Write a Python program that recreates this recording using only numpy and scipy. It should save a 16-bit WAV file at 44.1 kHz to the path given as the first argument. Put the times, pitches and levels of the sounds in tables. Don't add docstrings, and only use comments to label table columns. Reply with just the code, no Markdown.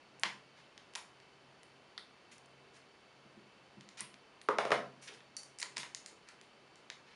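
import sys
import numpy as np
from scipy import signal
from scipy.fft import rfft, irfft
from scipy.io import wavfile
from scipy.ndimage import uniform_filter1d

SR = 44100
rng = np.random.default_rng(int(sys.argv[2]) if len(sys.argv) > 2 else 0)


def to_wav(s):
    ch = np.atleast_2d(s).T
    pcm = np.round(np.clip(ch, -1, 1) * 32767)
    wavfile.write(sys.argv[1], SR, pcm.astype(np.int16))


N = 315315
CUTOFF_HZ = 11200


def from_db(db):
    return 10 ** (np.asarray(db) / 20)


def rms_one(x):
    return x / np.sqrt(np.mean(x ** 2) + 1e-20)


def one_ms(x):
    return x * np.sqrt(SR / 1000 / (np.sum(x ** 2) + 1e-20))


def seconds(length):
    return np.arange(int(length * SR)) / SR


def at_hz(points, hz):
    points = np.array(points)
    return np.interp(np.log(np.maximum(hz, 1)), np.log(points[:, 0]), points[:, 1])


def cut(x, hz, kind):
    return signal.sosfilt(signal.butter(2, hz, kind, fs=SR, output="sos"), x)


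def resonate(x, hz, quality):
    b, a = signal.iirpeak(hz, max(quality, 1), SR)
    return signal.lfilter(b, a, x + 1e-18)


def add(track, s, sound):
    start = int(s * SR)
    track[start:start + len(sound)] += sound[:N - start]


def contact(rattle_s, rattle_db):
    t = seconds(.08)
    slips = rng.standard_normal(len(t)) * np.exp(-t / rattle_s)
    click = 1. * (t == 0)
    spectrum = rfft(one_ms(click) + from_db(rattle_db) * one_ms(slips))
    flat = irfft(spectrum / np.abs(spectrum), len(t))
    return flat[:len(t) // 2]


def strike(modes, push):
    t, out = seconds(.3), 0
    for k, (hz, db, t60) in enumerate(modes):
        ring = np.sin(2 * np.pi * hz * t) * from_db(-60 * t / t60)
        out = out + (-1) ** k * from_db(db) * one_ms(ring)
    return one_ms(signal.fftconvolve(push, out))


def taps(events, modes, soft_hz, low_hz):
    out = np.zeros(N)
    for s, db in events:
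        sound = strike(modes, contact(rattle_s=0.0043, rattle_db=3))
        sound = cut(cut(sound, soft_hz, "low"), low_hz, "high")
        add(out, s, from_db(db) * one_ms(sound))
    return out


# pitch in Hz, relative strength in dB.
AIR_TONE = [(25, -18), (60, -10.5), (100, -7), (135, -6), (180, -1.5), (400, -0.5), (1000, -3),
            (1800, -7.5), (2800, -10), (4700, -14.5), (6500, -21.5), (9500, -26), (11500, -36.5)]
# pitch in Hz, width in Hz, level in dB.
AIR_WHINES = [(135, 2.7, -77), (393.6, 4.8, -79.5), (2228, 110, -79), (2658, 84, -77.5), (3040, 60, -77.5),
              (4500, 200, -78.5)]
AIR_DB = -63


def air():
    hz = np.arange(N // 2 + 1) * SR / N
    hiss = irfft(rfft(rng.standard_normal(N)) * from_db(at_hz(AIR_TONE, hz)), N)
    out = from_db(AIR_DB) * rms_one(hiss)
    for hz, width, db in AIR_WHINES:
        quality = hz / width / 1.4
        whine = resonate(resonate(rng.standard_normal(N), hz, quality), hz, quality)
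        out += from_db(db) * rms_one(whine)
    return out


# pitch in Hz, time to fade by 60 dB in seconds.
ECHO_FADE = [(130, 0.95), (400, 0.39), (1000, 0.3248), (3000, 0.28), (6000, 0.32), (11000, 0.28)]
# pitch in Hz, strength in dB.
ECHO_TONE = [(130, -4.1), (400, 0.9), (1000, 0), (3000, 0.2), (6000, -3), (11000, 1.1)]
ROOM_DB = -1


def room(x, build_s, early_s):
    t = seconds(.8)
    white = rfft(rng.standard_normal(len(t)))
    hz = np.arange(len(white)) * SR / len(t)
    centres = np.geomspace(100, 12800, 8)
    build = 1 - np.exp(-t / build_s)
    dying_s = np.maximum(t - early_s, 0)
    echo = 0
    for centre, share in zip(centres, np.eye(len(centres))):
        band = irfft(white * at_hz(np.c_[centres, share], hz), len(t))
        echo = echo + band * build * from_db(-60 * dying_s / at_hz(ECHO_FADE, centre))
    spectrum = rfft(echo)
    broad = np.sqrt(uniform_filter1d(np.abs(spectrum) ** 2, size=200))
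    echo = irfft(spectrum / broad * from_db(at_hz(ECHO_TONE, hz)), len(t))
    return signal.fftconvolve(x, echo[:len(t) * 3 // 4])[:N]


# start in seconds, level in dB.
TABLE_BRUSHES = [(5.092, -47), (5.122, -49), (5.632, -51.5), (5.785, -55), (6.125, -53.5)]
# pitch in Hz, strength in dB, time to fade by 60 dB in seconds.
TABLE_MODES = [(270, -18.5, 0.074), (385, -2.5, 0.017), (468, -1.5, 0.019), (965, -4, 0.032),
               (1115, 3.5, 0.0076), (1345, 2, 0.0061)]


def brushes():
    return taps(TABLE_BRUSHES, TABLE_MODES, soft_hz=404, low_hz=151)


# start in seconds, level in dB.
BOTTLE_THUMPS = [(.245, -40), (3.251, -49.5), (3.366, -42.5), (3.768, -40.5), (4.008, -44), (5.78, -44)]
# pitch in Hz, strength in dB, time to fade by 60 dB in seconds.
BOTTLE_MODES = [(134, -9, 0.16), (173, -8, 0.019), (205.7, -5, 0.12), (350.2, -11, 0.23)]


def thumps():
    return taps(BOTTLE_THUMPS, BOTTLE_MODES, soft_hz=397.0, low_hz=99)


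# start in seconds, level in dB.
BLADE_CLOSINGS = [(1.632, -64), (1.978, -54.5), (4.0062, -38), (4.415, -55)]
# pitch in Hz, strength in dB, time to fade by 60 dB in seconds.
TIP_MODES = [(8360, -6, .008), (9200, -9, 0.0093), (9780, -21, .01), (10230, -6, 0.01)]


def closings():
    return taps(BLADE_CLOSINGS, TIP_MODES, soft_hz=11000, low_hz=6000)


# start in seconds, level in dB.
SCISSOR_CLACKS = [(1.978, -33)]
# pitch in Hz, strength in dB, time to fade by 60 dB in seconds.
JOINT_MODES = [(1340, -6, 0.0085), (1980, -7.5, 0.009), (3500, -1, 0.0047), (4700, -1.5, 0.0026)]


def joint_clacks():
    return taps(SCISSOR_CLACKS, JOINT_MODES, soft_hz=7000, low_hz=700)


# start in seconds, level in dB.
SLIDER_CLICKS = [(5.3668, -34), (5.4327, -45.5)]
# pitch in Hz, strength in dB, time to fade by 60 dB in seconds.
KNIFE_MODES = [(4320, -10, 0.044), (4560, 4, 0.059), (5000, -14, .06), (5800, -1, 0.023),
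               (7400, -17, 0.023), (9070, -7, .02), (10230, -17, .015)]


def knife_clicks():
    return taps(SLIDER_CLICKS, KNIFE_MODES, soft_hz=10000, low_hz=2000)


# start in seconds, table level in dB,
# handle level in dB, fading time of the rattle in seconds, level sent to the room in dB.
SCISSOR_KNOCKS = [(4.4871, -14.5, -23.5, 0.0025, -1), (4.5849, -32.5, -17, 0.003, 0),
                  (4.652, -32.5, -25.5, 0.0024, 1.5), (4.7055, -26, -26, 0.00036, 4),
                  (4.7174, -35, -18, 0.0045, 2.5), (4.724, -18, -22.5, 0.0064, -16)]
# pitch in Hz, strength in dB, time to fade by 60 dB in seconds.
HANDLE_MODES = [(134, -15.5, 0.32), (220, -11.5, 0.078), (525, -4, 0.025), (708, 2.5, 0.016),
                (788, 2.5, 0.0082), (1054, -4, 0.0099), (1345, -4.5, 0.029), (1720, -2.5, 0.0023),
                (2310, -5, 0.0026), (2940, -10, 0.0077), (3630, -13, 0.0023)]
# pitch in Hz, strength in dB, time to fade by 60 dB in seconds.
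BLADE_MODES = [(2850, -1, 0.004), (4000, 4, 0.0033), (5230, 1.5, 0.0026), (6600, -0.5, 0.0013),
               (9300, -5, 0.0011)]
BLADE_BUZZ_DB = -14
CONTACT_HZ, CONTACT_AT_DB, CONTACT_DB_PER_OCTAVE = 2730, -9, 14


def knocks():
    out = np.zeros((2, N))
    for s, table_db, handle_db, rattle_s, room_db in SCISSOR_KNOCKS:
        push = contact(rattle_s, rattle_db=-2.5)
        octaves = (table_db - CONTACT_AT_DB) / CONTACT_DB_PER_OCTAVE
        soft_hz = min(CONTACT_HZ * 2 ** octaves, CUTOFF_HZ)
        table = one_ms(cut(strike(TABLE_MODES, push), soft_hz, "low"))
        handles = strike(HANDLE_MODES, push)
        blades = strike(BLADE_MODES, contact(rattle_s=0.013, rattle_db=-1))
        sound = from_db(table_db) * table + from_db(handle_db) * handles
        sound += from_db(handle_db + BLADE_BUZZ_DB) * blades
        sound = cut(sound, 160, "high")
        add(out[0], s, sound)
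        add(out[1], s, from_db(room_db) * sound)
    return out


# start in seconds, level in dB.
SHELL_BUCKLES = [(.2346, -28), (.957, -39), (4.008, -43.5), (5.6285, -40.5), (5.7685, -38.5), (5.779, -55),
                 (5.8312, -43), (6.9006, -50)]
# pitch in Hz, strength in dB, time to fade by 60 dB in seconds.
SHELL_MODES = [(994, -1.5, 0.026), (1069, 1, 0.014), (1130, -3, 0.0073), (1700, -30, 0.0041),
               (1900, -10, 0.0014)]


def buckles():
    return taps(SHELL_BUCKLES, SHELL_MODES, soft_hz=3000, low_hz=493)


# pitch in Hz at the usual pitch,
# strength in dB, power by which it follows the pitch, share of the brightness it gains.
PATCH_RESONANCES = [(1898, -5.5, 0.29, -0.95), (4220, -0.5, 1, -0.033), (7040, -1.5, 0.79, 0.99)]
USUAL_PITCH_HZ = 4200


def patch(push, pitch_hz, bright_db, quality, scale):
    out = 0
    for k, (hz, db, follows, share) in enumerate(PATCH_RESONANCES):
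        ring = resonate(push, hz * (pitch_hz / USUAL_PITCH_HZ) ** follows, quality)
        out = out + (-1) ** k * from_db(db + share * bright_db) * scale(ring)
    return out


# start in seconds, end in seconds, level in dB
# before the shared level_db, pitch in Hz, brightness in dB.
EDGE_RASPS = [ (0.203, 0.24, -76, 5900, 12), (.561, .622, -66, 3300, -3.5), (2.313, 2.342, -60.5, 6400, -4),
              (2.736, 2.781, -65.5, 5800, -3.5), (3.972, 4.023, -51, 5230, -4),
              (5.015, 5.073, -58.5, 5200, .5), (5.072, 5.094, -49.5, 3030, -2),
              (5.132, 5.154, -60.5, 4950, -2), (5.617, 5.635, -46.5, 2100, -3),
              (5.762, 5.783, -50, 2180, 2), (6.271, 6.302, -58, 2260, -5), (7.055, 7.15, -70, 4700, -8.5)]
RASP_QUALITY = 1.94


def rasps(slips_per_s, uneven_db, level_db):
    out = np.zeros(N)
    for start, end, db, pitch_hz, bright_db in EDGE_RASPS:
        length = max(end - start, .01)
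        t = seconds(length + .01)
        stroke = np.interp(t / length, [0, .2, .85, 1], [0.37, 0.93, 0.8, 0.15])
        born, size, sign = rng.random((3, len(t)))
        slips = (born < slips_per_s / SR) * np.sign(sign - .5) * from_db(uneven_db * size)
        push = cut(slips * stroke, 600, "high")
        sound = patch(push, pitch_hz, bright_db, RASP_QUALITY, rms_one)
        add(out, start, from_db(db + level_db) * sound)
    return out


# start in seconds, level in dB (energy against one millisecond at rms 1),
# pitch in Hz, brightness in dB, quality of the resonances, level sent to the room in dB.
SNAPS = [ (0.197, -56, 5300, 11.5, 5.4, -15), (0.2345, -19.5, 3850, -5.5, 1.83, -2.5),
         (0.7775, -45.5, 3300, -2, 3.6, -3), (0.9366, -50, 5400, -2, 1.5, 0),
         (0.9524, -34.5, 3300, 0.5, 3.2, -9), (0.9567, -29, 3730, -0.5, 1.17, 0),
         (1.2006, -54, 4600, -5, 1.5, 1), (1.632, -49.5, 6500, -1.5, 1.4, -6),
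         (2.3812, -57, 5600, 3, 5.5, -8), (2.4593, -63, 5800, 5, 3, -7),
         (3.809, -49.5, 3800, -1.5, 3.5, -3), (3.8891, -48, 4000, 0, 2.9, -1.5),
         (4.0065, -39.5, 5840, 9, 9.7, -28), (4.1416, -48, 3200, -3, 2.3, -6),
         (4.415, -48, 4160, -4, 4.1, -5), (4.7188, -22, 2190, -7.5, 4.5, -2.5),
         (5.028, -48, 5560, -1.5, 1.2, -19), (5.205, -54.5, 3500, -8, 6, -2),
         (5.367, -40.5, 4560, 6, 2.8, 1), (5.433, -49.5, 4650, 4, 4.1, -0.5),
         (5.5865, -42.5, 4930, 4, 4, 6), (5.5999, -42.5, 5600, -2, 3.9, -1),
         (5.6028, -41.5, 6000, 3.5, 8, -1.5), (5.6162, -38, 4120, 2, 8.7, 0.5),
         (5.628, -29, 4500, -3, 7.7, -7.5), (5.769, -31.5, 4800, -3.5, 6.9, -7),
         (5.7798, -31, 4000, 1, 1.76, 3.5), (5.8314, -40.5, 4000, -9, 2, -0.5),
         (5.948, -34.5, 4200, 3.5, 3.7, -3), (6.0609, -40.5, 4630, 2, 3.4, 0),
         (6.2876, -47.5, 4700, 1, 3.7, -2.5), (6.413, -47, 5000, -2, 1.4, -2),
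         (6.7571, -56, 4640, 2, 2.9, 0.5), (6.901, -36.5, 3780, -3.5, 3.8, -2.5)]
CHATTER_S, CHATTER_DB = 0.0012, 3.5


def snaps():
    out = np.zeros((2, N))
    for s, db, pitch_hz, bright_db, quality, room_db in SNAPS:
        push = cut(contact(CHATTER_S, CHATTER_DB), 470, "high")
        sound = from_db(db) * patch(push, pitch_hz, bright_db, quality, one_ms)
        add(out[0], s, sound)
        add(out[1], s, from_db(room_db) * sound)
    return out


def scene():
    out = air()
    light = brushes() + thumps() + closings() + knife_clicks() + buckles()
    light += rasps(slips_per_s=2400, uneven_db=7.5, level_db=-1.5)
    joint = joint_clacks()
    light_pair = (light + joint, light + from_db(-4.0) * joint)
    for direct, feed in (light_pair, knocks(), snaps()):
        out = out + direct + from_db(ROOM_DB) * room(feed, build_s=0.004, early_s=0.018)
    return out[None]


def record(dry):
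    dipped = dry - 0.67 * resonate(dry, hz=7940, quality=10.8)
    thin = cut(dipped, 38, "high")
    rounded = signal.sosfilt(signal.butter(8, CUTOFF_HZ - 400, fs=SR, output="sos"), thin)
    return signal.sosfilt(signal.cheby1(10, .5, CUTOFF_HZ - 300, fs=SR, output="sos"), rounded)


dry = scene()
out = record(dry)
to_wav(out)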